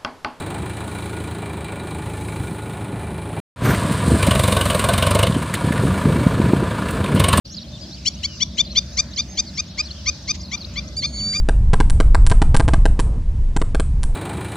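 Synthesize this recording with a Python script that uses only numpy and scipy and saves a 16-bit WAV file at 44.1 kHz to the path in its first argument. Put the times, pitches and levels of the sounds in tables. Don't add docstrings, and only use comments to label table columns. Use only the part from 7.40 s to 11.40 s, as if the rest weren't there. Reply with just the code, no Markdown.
import sys
import numpy as np
from scipy import signal
from scipy.fft import rfft, irfft
from scipy.io import wavfile
from scipy.ndimage import uniform_filter1d

SR = 44100
rng = np.random.default_rng(int(sys.argv[2]) if len(sys.argv) > 2 else 0)


def master_out(mix):
    frames = np.transpose(np.atleast_2d(mix))
    ceiling = np.clip(frames, -1, 1)
    pcm = np.round(ceiling * 32767).astype(np.int16)
    wavfile.write(sys.argv[1], SR, pcm)


def gain_from_db(level_db):
    decades = np.asarray(level_db, float) / 20
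    return 10 ** decades


N = 176400

# centre_hz, width_hz, level_db
RUMBLE_HUMPS = [(65.2, 17.5, -38.5), (85.6, 10.4, -43.5), (135.7, 67, -44), (185.1, 65, -42),
                (230.5, 20, -49), (302.3, 122, -51), (597, 149, -53)]
# freq_hz, side_minus_mid_db
BACKGROUND_WIDTH = [(60, -27), (500, -14), (2000, -6), (9000, 0.5)]
# freq_hz, density_db (per Hz)
AIR_COLOUR = [(900, -11), (1700, -13), (3000, -15.5), (4660, -4.5), (6200, -18), (8200, -30.5),
              (15500, -37.5)]
# centre_s, level_db
WING_FLICKS = [
    (1.427, -48),
    (2.953, -36),
]
# start_s, length_s, from_hz, to_hz, level_db
TWITTER_GLIDES = [(0.094, 0.021, 4300, 6200, -37), (0.116, 0.025, 6200, 6800, -37.5),
                  (0.141, 0.013, 3520, 5560, -31), (0.166, 0.028, 5150, 3560, -28),
                  (0.328, 0.044, 3640, 3550, -39), (0.366, 0.021, 3450, 2670, -47.5),
                  (0.493, .03, 4700, 6100, -44), (0.51, 0.047, 3450, 5000, -36.5),
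                  (0.559, 0.03, 3900, 2300, -45), (0.734, .025, 4800, 6670, -39),
                  (1.45, 0.022, 5460, 6230, -52), (1.519, .045, 5960, 6960, -44),
                  (2.03, 0.16, 2100, 2080, -58), (2.072, 0.015, 4700, 4030, -33.5),
                  (2.084, 0.021, 4920, 3630, -36), (2.422, 0.038, 4900, 6130, -40),
                  (2.476, 0.041, 3800, 2720, -40), (2.505, .018, 3860, 4700, -28.5),
                  (2.556, 0.071, 3530, 2740, -47), (2.82, 0.023, 6500, 5600, -43),
                  (0.048, 0.024, 4800, 4170, -37), (0.761, .04, 2800, 3210, -47),
                  (0.861, 0.11, 3130, 2730, -42), (0.974, 0.017, 5400, 4170, -43),
                  (1.731, 0.015, 3500, 5270, -33.5), (1.761, 0.013, 5430, 3690, -27),
                  (3.765, 0.06, 4400, 2400, -40), (2.994, 0.033, 4700, 5300, -39),
                  (3.006, 0.023, 5230, 6700, -41), (2.991, 0.06, 2090, 2070, -55),
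                  (3.175, .013, 3930, 5160, -32.5), (3.2, 0.036, 4900, 3760, -33),
                  (3.244, .015, 3310, 5300, -30.5), (3.392, 0.17, 2100, 2000, -53),
                  (3.334, 0.018, 6200, 7550, -42.5), (3.475, .016, 5470, 6740, -38),
                  (3.976, .015, 5600, 7000, -37)]
# start_s, length_s, crest_hz, end_drop_hz, level_db
TWITTER_ARCHES = [ (.097, .06, 5700, 500, -40), (.185, .06, 5600, 400, -43), (.214, .022, 4900, 1500, -35),
                  (.405, .047, 4960, 760, -36), (.541, .018, 4700, 800, -37),
                  (1.247, .019, 4900, 1100, -34), (1.264, .022, 4300, 800, -35),
                  (1.295, .04, 4310, 600, -33), (1.313, .028, 6100, 600, -40),
                  (1.811, .019, 4900, 1400, -33), (1.87, .095, 6400, 700, -41), (2.06, .02, 4800, 800, -41),
                  (2.14, .052, 5500, 600, -36), (2.451, .016, 4900, 1100, -32),
                  (2.467, .013, 4500, 600, -34), (3.029, .019, 5150, 1200, -34),
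                  (3.048, .014, 4500, 500, -35), (3.079, .014, 4300, 400, -39), (3.72, .12, 2080, 40, -54),
                  (3.753, .022, 4860, 950, -35)]
# crest_s, hold_s (after the crest), crest_hz, level_db
YAP_CALLS = [(0.687, 0.00029, 1146, -14.5), (0.861, 0.00038, 1148, -17), (1.035, 0.00045, 1173, -19),
             (1.213, 0.0021, 1196, -11.5), (1.389, 0.0027, 1210, -11.5), (1.604, 0.0034, 1212, -15),
             (1.805, 0.004, 1214, -17), (2.005, 0.0014, 1233, -15), (2.205, 0.0026, 1238, -19.5),
             (2.413, 0.00091, 1241, -17), (2.694, 0.0051, 1226, -18), (2.916, 0.002, 1234, -18.5),
             (3.151, 0.0045, 1199, -20.5), (3.392, 0.0054, 1191, -24), (3.656, 0.0049, 1209, -17),
             (3.966, 0.0078, 1214, -22.5)]
# length_s, notch1_hz, notch2_hz
WATER_NOTCHES = [(0.028, 3400, 6300), (.027, 3400, 6070), (.030, 5270, 6680), (0.032, 4650, 5550),
                 (0.032, 5300, 6700), (.031, 3240, 6660), (.032, 5160, 7300), (.032, 3880, 5600),
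                 (.031, 5800, 7120), (0.034, 3870, 6200), (0.033, 3510, 6700), (0.037, 3330, 7050),
                 (0.036, 4450, 4960), (0.034, 5130, 7200), (.031, 5100, 7100), (0.035, 3350, 5000)]
# low_db, third_db (also steers 8 and up), fifth_db, top_db (6
# and 7), left_lead_db
YAP_PATHS = [(-19.5, 8, -1, -2.5, 8.5), (-12.5, 5.5, -8.5, -7, 8.5), (-9, 5.5, 6.5, -4.5, 11),
             (-15.5, 4, -5.5, -10, 9), (-14.5, 1, -2, -15.5, 7.5), (-5.5, -2.5, 0.5, -0.5, 7.5),
             (-8.5, -1, -4, -4.5, 4.5), (-12.5, -1.5, 0.5, -7.5, 5.5), (-4, -6.5, 2, -4, 5.5),
             (-2.5, -10, -2, -7.5, 4.5), (-1, 0, 2.5, -10, 6.5), (-4, -3.5, 0, -7, 6),
             (-3, -5, -4, -11, 7.5), (-1, -1, -8, -17, 7.5), (-6.5, -4, -12, -21.5, 6),
             (-1.5, -3.5, -9, -18, 6)]
# freq_hz, level_db
THROAT_COLOUR = [(1100, -18.5), (2300, -1.5), (3100, -3.5), (4700, 2), (6000, 1), (7300, -5), (8600, -43.5),
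                 (10300, -33.5), (13000, -52.5)]
# overtone (number), level_db
OVERTONE_SWELL = [(1, -14), (2, -8), (3, -10.5), (4, -12.5), (5, -21.5), (6, -3.5), (7, -17), (13, -6)]
# time_s, pitch_hz, level_db, second_partial_lift_db
PLOVER_HOOK = [
    (3.566, 2127, -53, 12),
    (3.571, 2300, -54, 23),
    (3.58, 2411, -52.5, 22.5),
    (3.598, 2328, -54.5, 24.5),
    (3.609, 2244, -68.5, 26),
    (3.619, 2152, -60.5, 22),
]
# time_s, pitch_hz, level_db, second_partial_lift_db
PLOVER_RISE = [
    (3.665, 2163, -59, 22.2),
    (3.72, 2244, -68, 13),
    (3.74, 2220, -57.5, 16.4),
    (3.812, 2282, -54.5, 22.4),
    (3.874, 2309, -53.5, 24.3),
    (3.945, 2334, -54.5, 23.8),
    (4.0, 2395, -51.5, 21.7),
]
PLOVER_PARTIALS_DB = [1, 6, 17, 4, -16.5, -25]


def curve(points, hz):
    p = np.array(points, float)
    return np.interp(np.log(np.maximum(hz, 1)), np.log(p[:, 0]), p[:, 1])


def walk(rate_hz):
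    k = int(SR / rate_hz)
    steps = np.repeat(rng.standard_normal(N // k + 1), k)
    w = uniform_filter1d(uniform_filter1d(steps, k), k)[:N]
    return w / w.std()


def wide(shape):
    hz = np.arange(N // 2 + 1) * SR / N
    mid_bins, side_bins = rfft(rng.standard_normal((2, N))) * shape(hz)
    mid = irfft(mid_bins, N)
    side = irfft(side_bins * gain_from_db(curve(BACKGROUND_WIDTH, hz)), N)
    return np.array([mid + side, mid - side]) / mid.std()


def add(out, start_s, x):
    i = int(start_s * SR)
    out[:, i:i + x.shape[1]] += x[:, :N - i]


def pan(db):
    return gain_from_db(np.array([[db / 2], [-db / 2]]))


def rumble():
    gust = walk(1.73)
    out = np.zeros((2, N))
    for centre_hz, width_hz, db in RUMBLE_HUMPS:
        def hump(f):
            low_cut = 1 + (48 / (f + 1)) ** 8
            return 1 / (1 + ((f - centre_hz) / width_hz * 2) ** 2) / low_cut
        out += gain_from_db(db + 1.1 * gust + 1.3 * walk(12.0)) * wide(hump)
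    return out


def air():
    t = np.arange(N) / SR
    hiss = np.zeros((2, N))
    for hz in 800 * 2 ** np.arange(0, 4.5, 1 / 3):
        band = wide(lambda f: np.exp(-(np.log2(f / hz + 1e-9) * 3) ** 2))
        patch_db = 3.94 * np.clip(6000 / hz, .3, 1) * walk(9)
        hiss += gain_from_db(curve(AIR_COLOUR, hz) + patch_db) * hz ** .5 * band
    flick = sum(gain_from_db(db) * np.exp(-((t - s) / 0.011) ** 2) for s, db in WING_FLICKS)
    return gain_from_db(-45.5) * hiss / hiss.std() + flick * wide(lambda f: gain_from_db(curve(THROAT_COLOUR, f)))


def peep(length_s, path, db, chance):
    hoarse_db = 4
    u = np.arange(int(length_s * SR)) / (length_s * SR)
    turn = 2 * np.pi * np.cumsum(path(u)) / SR
    rasp = signal.resample(rng.standard_normal(64), 8192)[:len(u)]
    env = np.sin(np.pi * u) ** .6 * gain_from_db(hoarse_db * np.tanh(rasp - rasp.mean()))
    lag = .5 * chance[0] * np.array([[1], [-1]])
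    return gain_from_db(db) * env * np.sin(turn + lag) * pan(3.13 * chance[1])


def sandpipers():
    out = np.zeros((2, N))
    chances = rng.standard_normal((len(TWITTER_GLIDES), 2))
    for (s, length_s, from_hz, to_hz, db), c in zip(TWITTER_GLIDES, chances):
        add(out, s, peep(length_s, lambda u: from_hz + (to_hz - from_hz) * u, db, c))
    chances = rng.standard_normal((len(TWITTER_ARCHES), 2))
    for (s, length_s, crest_hz, drop_hz, db), c in zip(TWITTER_ARCHES, chances):
        roundness = np.clip(length_s * 55, 1.2, 3)
        add(out, s, peep(length_s, lambda u: crest_hz - drop_hz * np.abs(2 * u - 1) ** roundness, db, c))
    return out


def far_flock():
    out = np.zeros((2, N))
    for s, c in zip(rng.uniform(0, 4, size=600), rng.standard_normal((600, 6))):
        hz = 4700 * np.exp(0.17 * c[2])
        path = lambda u: hz * (1 + 0.196 * c[3] * (u - .5) - 0.1053 * (2 * u - 1) ** 2)
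        add(out, s, peep(.028 * np.exp(.4 * c[4]), path, -51.5 + 3 * np.tanh(c[5]), c))
    return out


def yaps():
    swoop_hz, swoop_bend, roughness = 221.8, 1.823, 0.0014
    open_s, close_s, breath_db = 0.0054, 0.0056, -25.5
    creak_s, creak_db, creak_hz_per_s = .012, -16.5, 22260
    notch_hz, bounce_share, left_early_s = 225, 0.86, .000015
    out, flutter = np.zeros((2, N)), walk(400)
    breath = wide(lambda f: gain_from_db(curve(THROAT_COLOUR, f)))
    k = np.arange(1, 14)[:, None]
    for call, (length, *dips), path in zip(YAP_CALLS, WATER_NOTCHES, YAP_PATHS):
        crest, hold, hz, db = call
        low_db, third_db, fifth_db, top_db, lead_db = path
        t = np.arange(-length - creak_s, hold + 2 * close_s, 1 / SR)
        i = int((crest + t[0]) * SR)
        here = slice(i, i + len(t))
        early, shake = np.abs(t / length), flutter[here]

        creak_drop = creak_hz_per_s * np.maximum(-t - length, 0)
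        pitch = (hz - swoop_hz * early ** swoop_bend - creak_drop) * (1 + roughness * shake)
        fk = k * pitch
        turn = 2 * np.pi * k * np.cumsum(pitch) / SR + k ** 2

        opened = 1 / (1 + np.exp(-(t + length) * 4 / open_s))
        creak = gain_from_db(creak_db + 5 * np.tanh(shake)) * (t - t[0]) / creak_s
        shut = 1 + np.exp((t - hold) * 4 / close_s)
        gate = (opened + (1 - opened) * creak) / shut
        env = gate * gain_from_db(curve(OVERTONE_SWELL, k) * np.minimum(early, 1) ** 2)

        path_db = [low_db, third_db, 0, fifth_db, top_db, top_db, 2 * third_db - 6]
        tone = curve(THROAT_COLOUR, fk) + np.interp(k, [2, 3, 4, 5, 6, 7, 8], path_db)
        lead = lead_db * np.interp(fk, [2300, 4530, 6200, 7500], [1.0, 0.16, 0.68, 0.14])
        for ch, side in enumerate((1, -1)):
            bounce = np.prod([1 - bounce_share / (1 + ((d - fk + 30 * side) / notch_hz) ** 2) for d in dips], axis=0)
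            lag = np.pi * fk * side * left_early_s * 2
            partials = gain_from_db(db + tone + side * lead / 2) * bounce * np.sin(turn + lag) * env
            out[ch, here] += partials.sum(axis=0)
            out[ch, here] += gain_from_db(db + breath_db) * gate ** .5 * breath[ch, here]
    return out


def plover():
    onset = (PLOVER_HOOK[0][0] - .004, PLOVER_HOOK[0][1], -90, 0)
    c = np.array([onset] + PLOVER_HOOK + PLOVER_RISE)
    t = np.arange(c[0, 0], N / SR, 1 / SR)
    pitch, db, lift = (uniform_filter1d(np.interp(t, c[:, 0], c[:, j]), size=160) for j in (1, 2, 3))
    waver = 1 + 0.002 * walk(60)[:len(t)]
    turn = 2 * np.pi * np.cumsum(pitch * waver) / SR
    out = np.zeros((2, N))
    for k, partial_db in enumerate(PLOVER_PARTIALS_DB):
        lag = np.array([[1], [-1]]) * 0.18 * (k + 1)
        level = 2 ** .5 * gain_from_db(db + partial_db + lift * (k == 1))
        add(out, t[0], level * np.sin((k + 1) * turn + lag) * pan(-1.5))
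    return out


def bank_echo(birds):
    echo_db, t60_s = -20.5, 0.31
    t = np.arange(int(.5 * SR)) / SR
    tail = rng.standard_normal((2, len(t))) * gain_from_db(-60 * t / t60_s)
    tail = tail * gain_from_db(echo_db) / np.sqrt((tail ** 2).sum(axis=1, keepdims=True))
    return signal.fftconvolve(birds.mean(axis=0, keepdims=True), tail, axes=1)[:, :N]


def scene():
    background = rumble() + air()
    birds = sandpipers() + far_flock() + yaps() + plover()
    return background + birds + bank_echo(birds)


def top_cut(x):
    return signal.sosfilt(signal.butter(12, 15720, fs=SR, output="sos"), x)


def record(dry):
    start_s, fade_s = 0.055, 0.013
    t = np.arange(N) / SR
    x = dry * np.clip((t - start_s) / fade_s + 1, 0, 1) ** 3
    return top_cut(x - 0.04 * x ** 3)


dry = scene()
out = record(dry)
master_out(out)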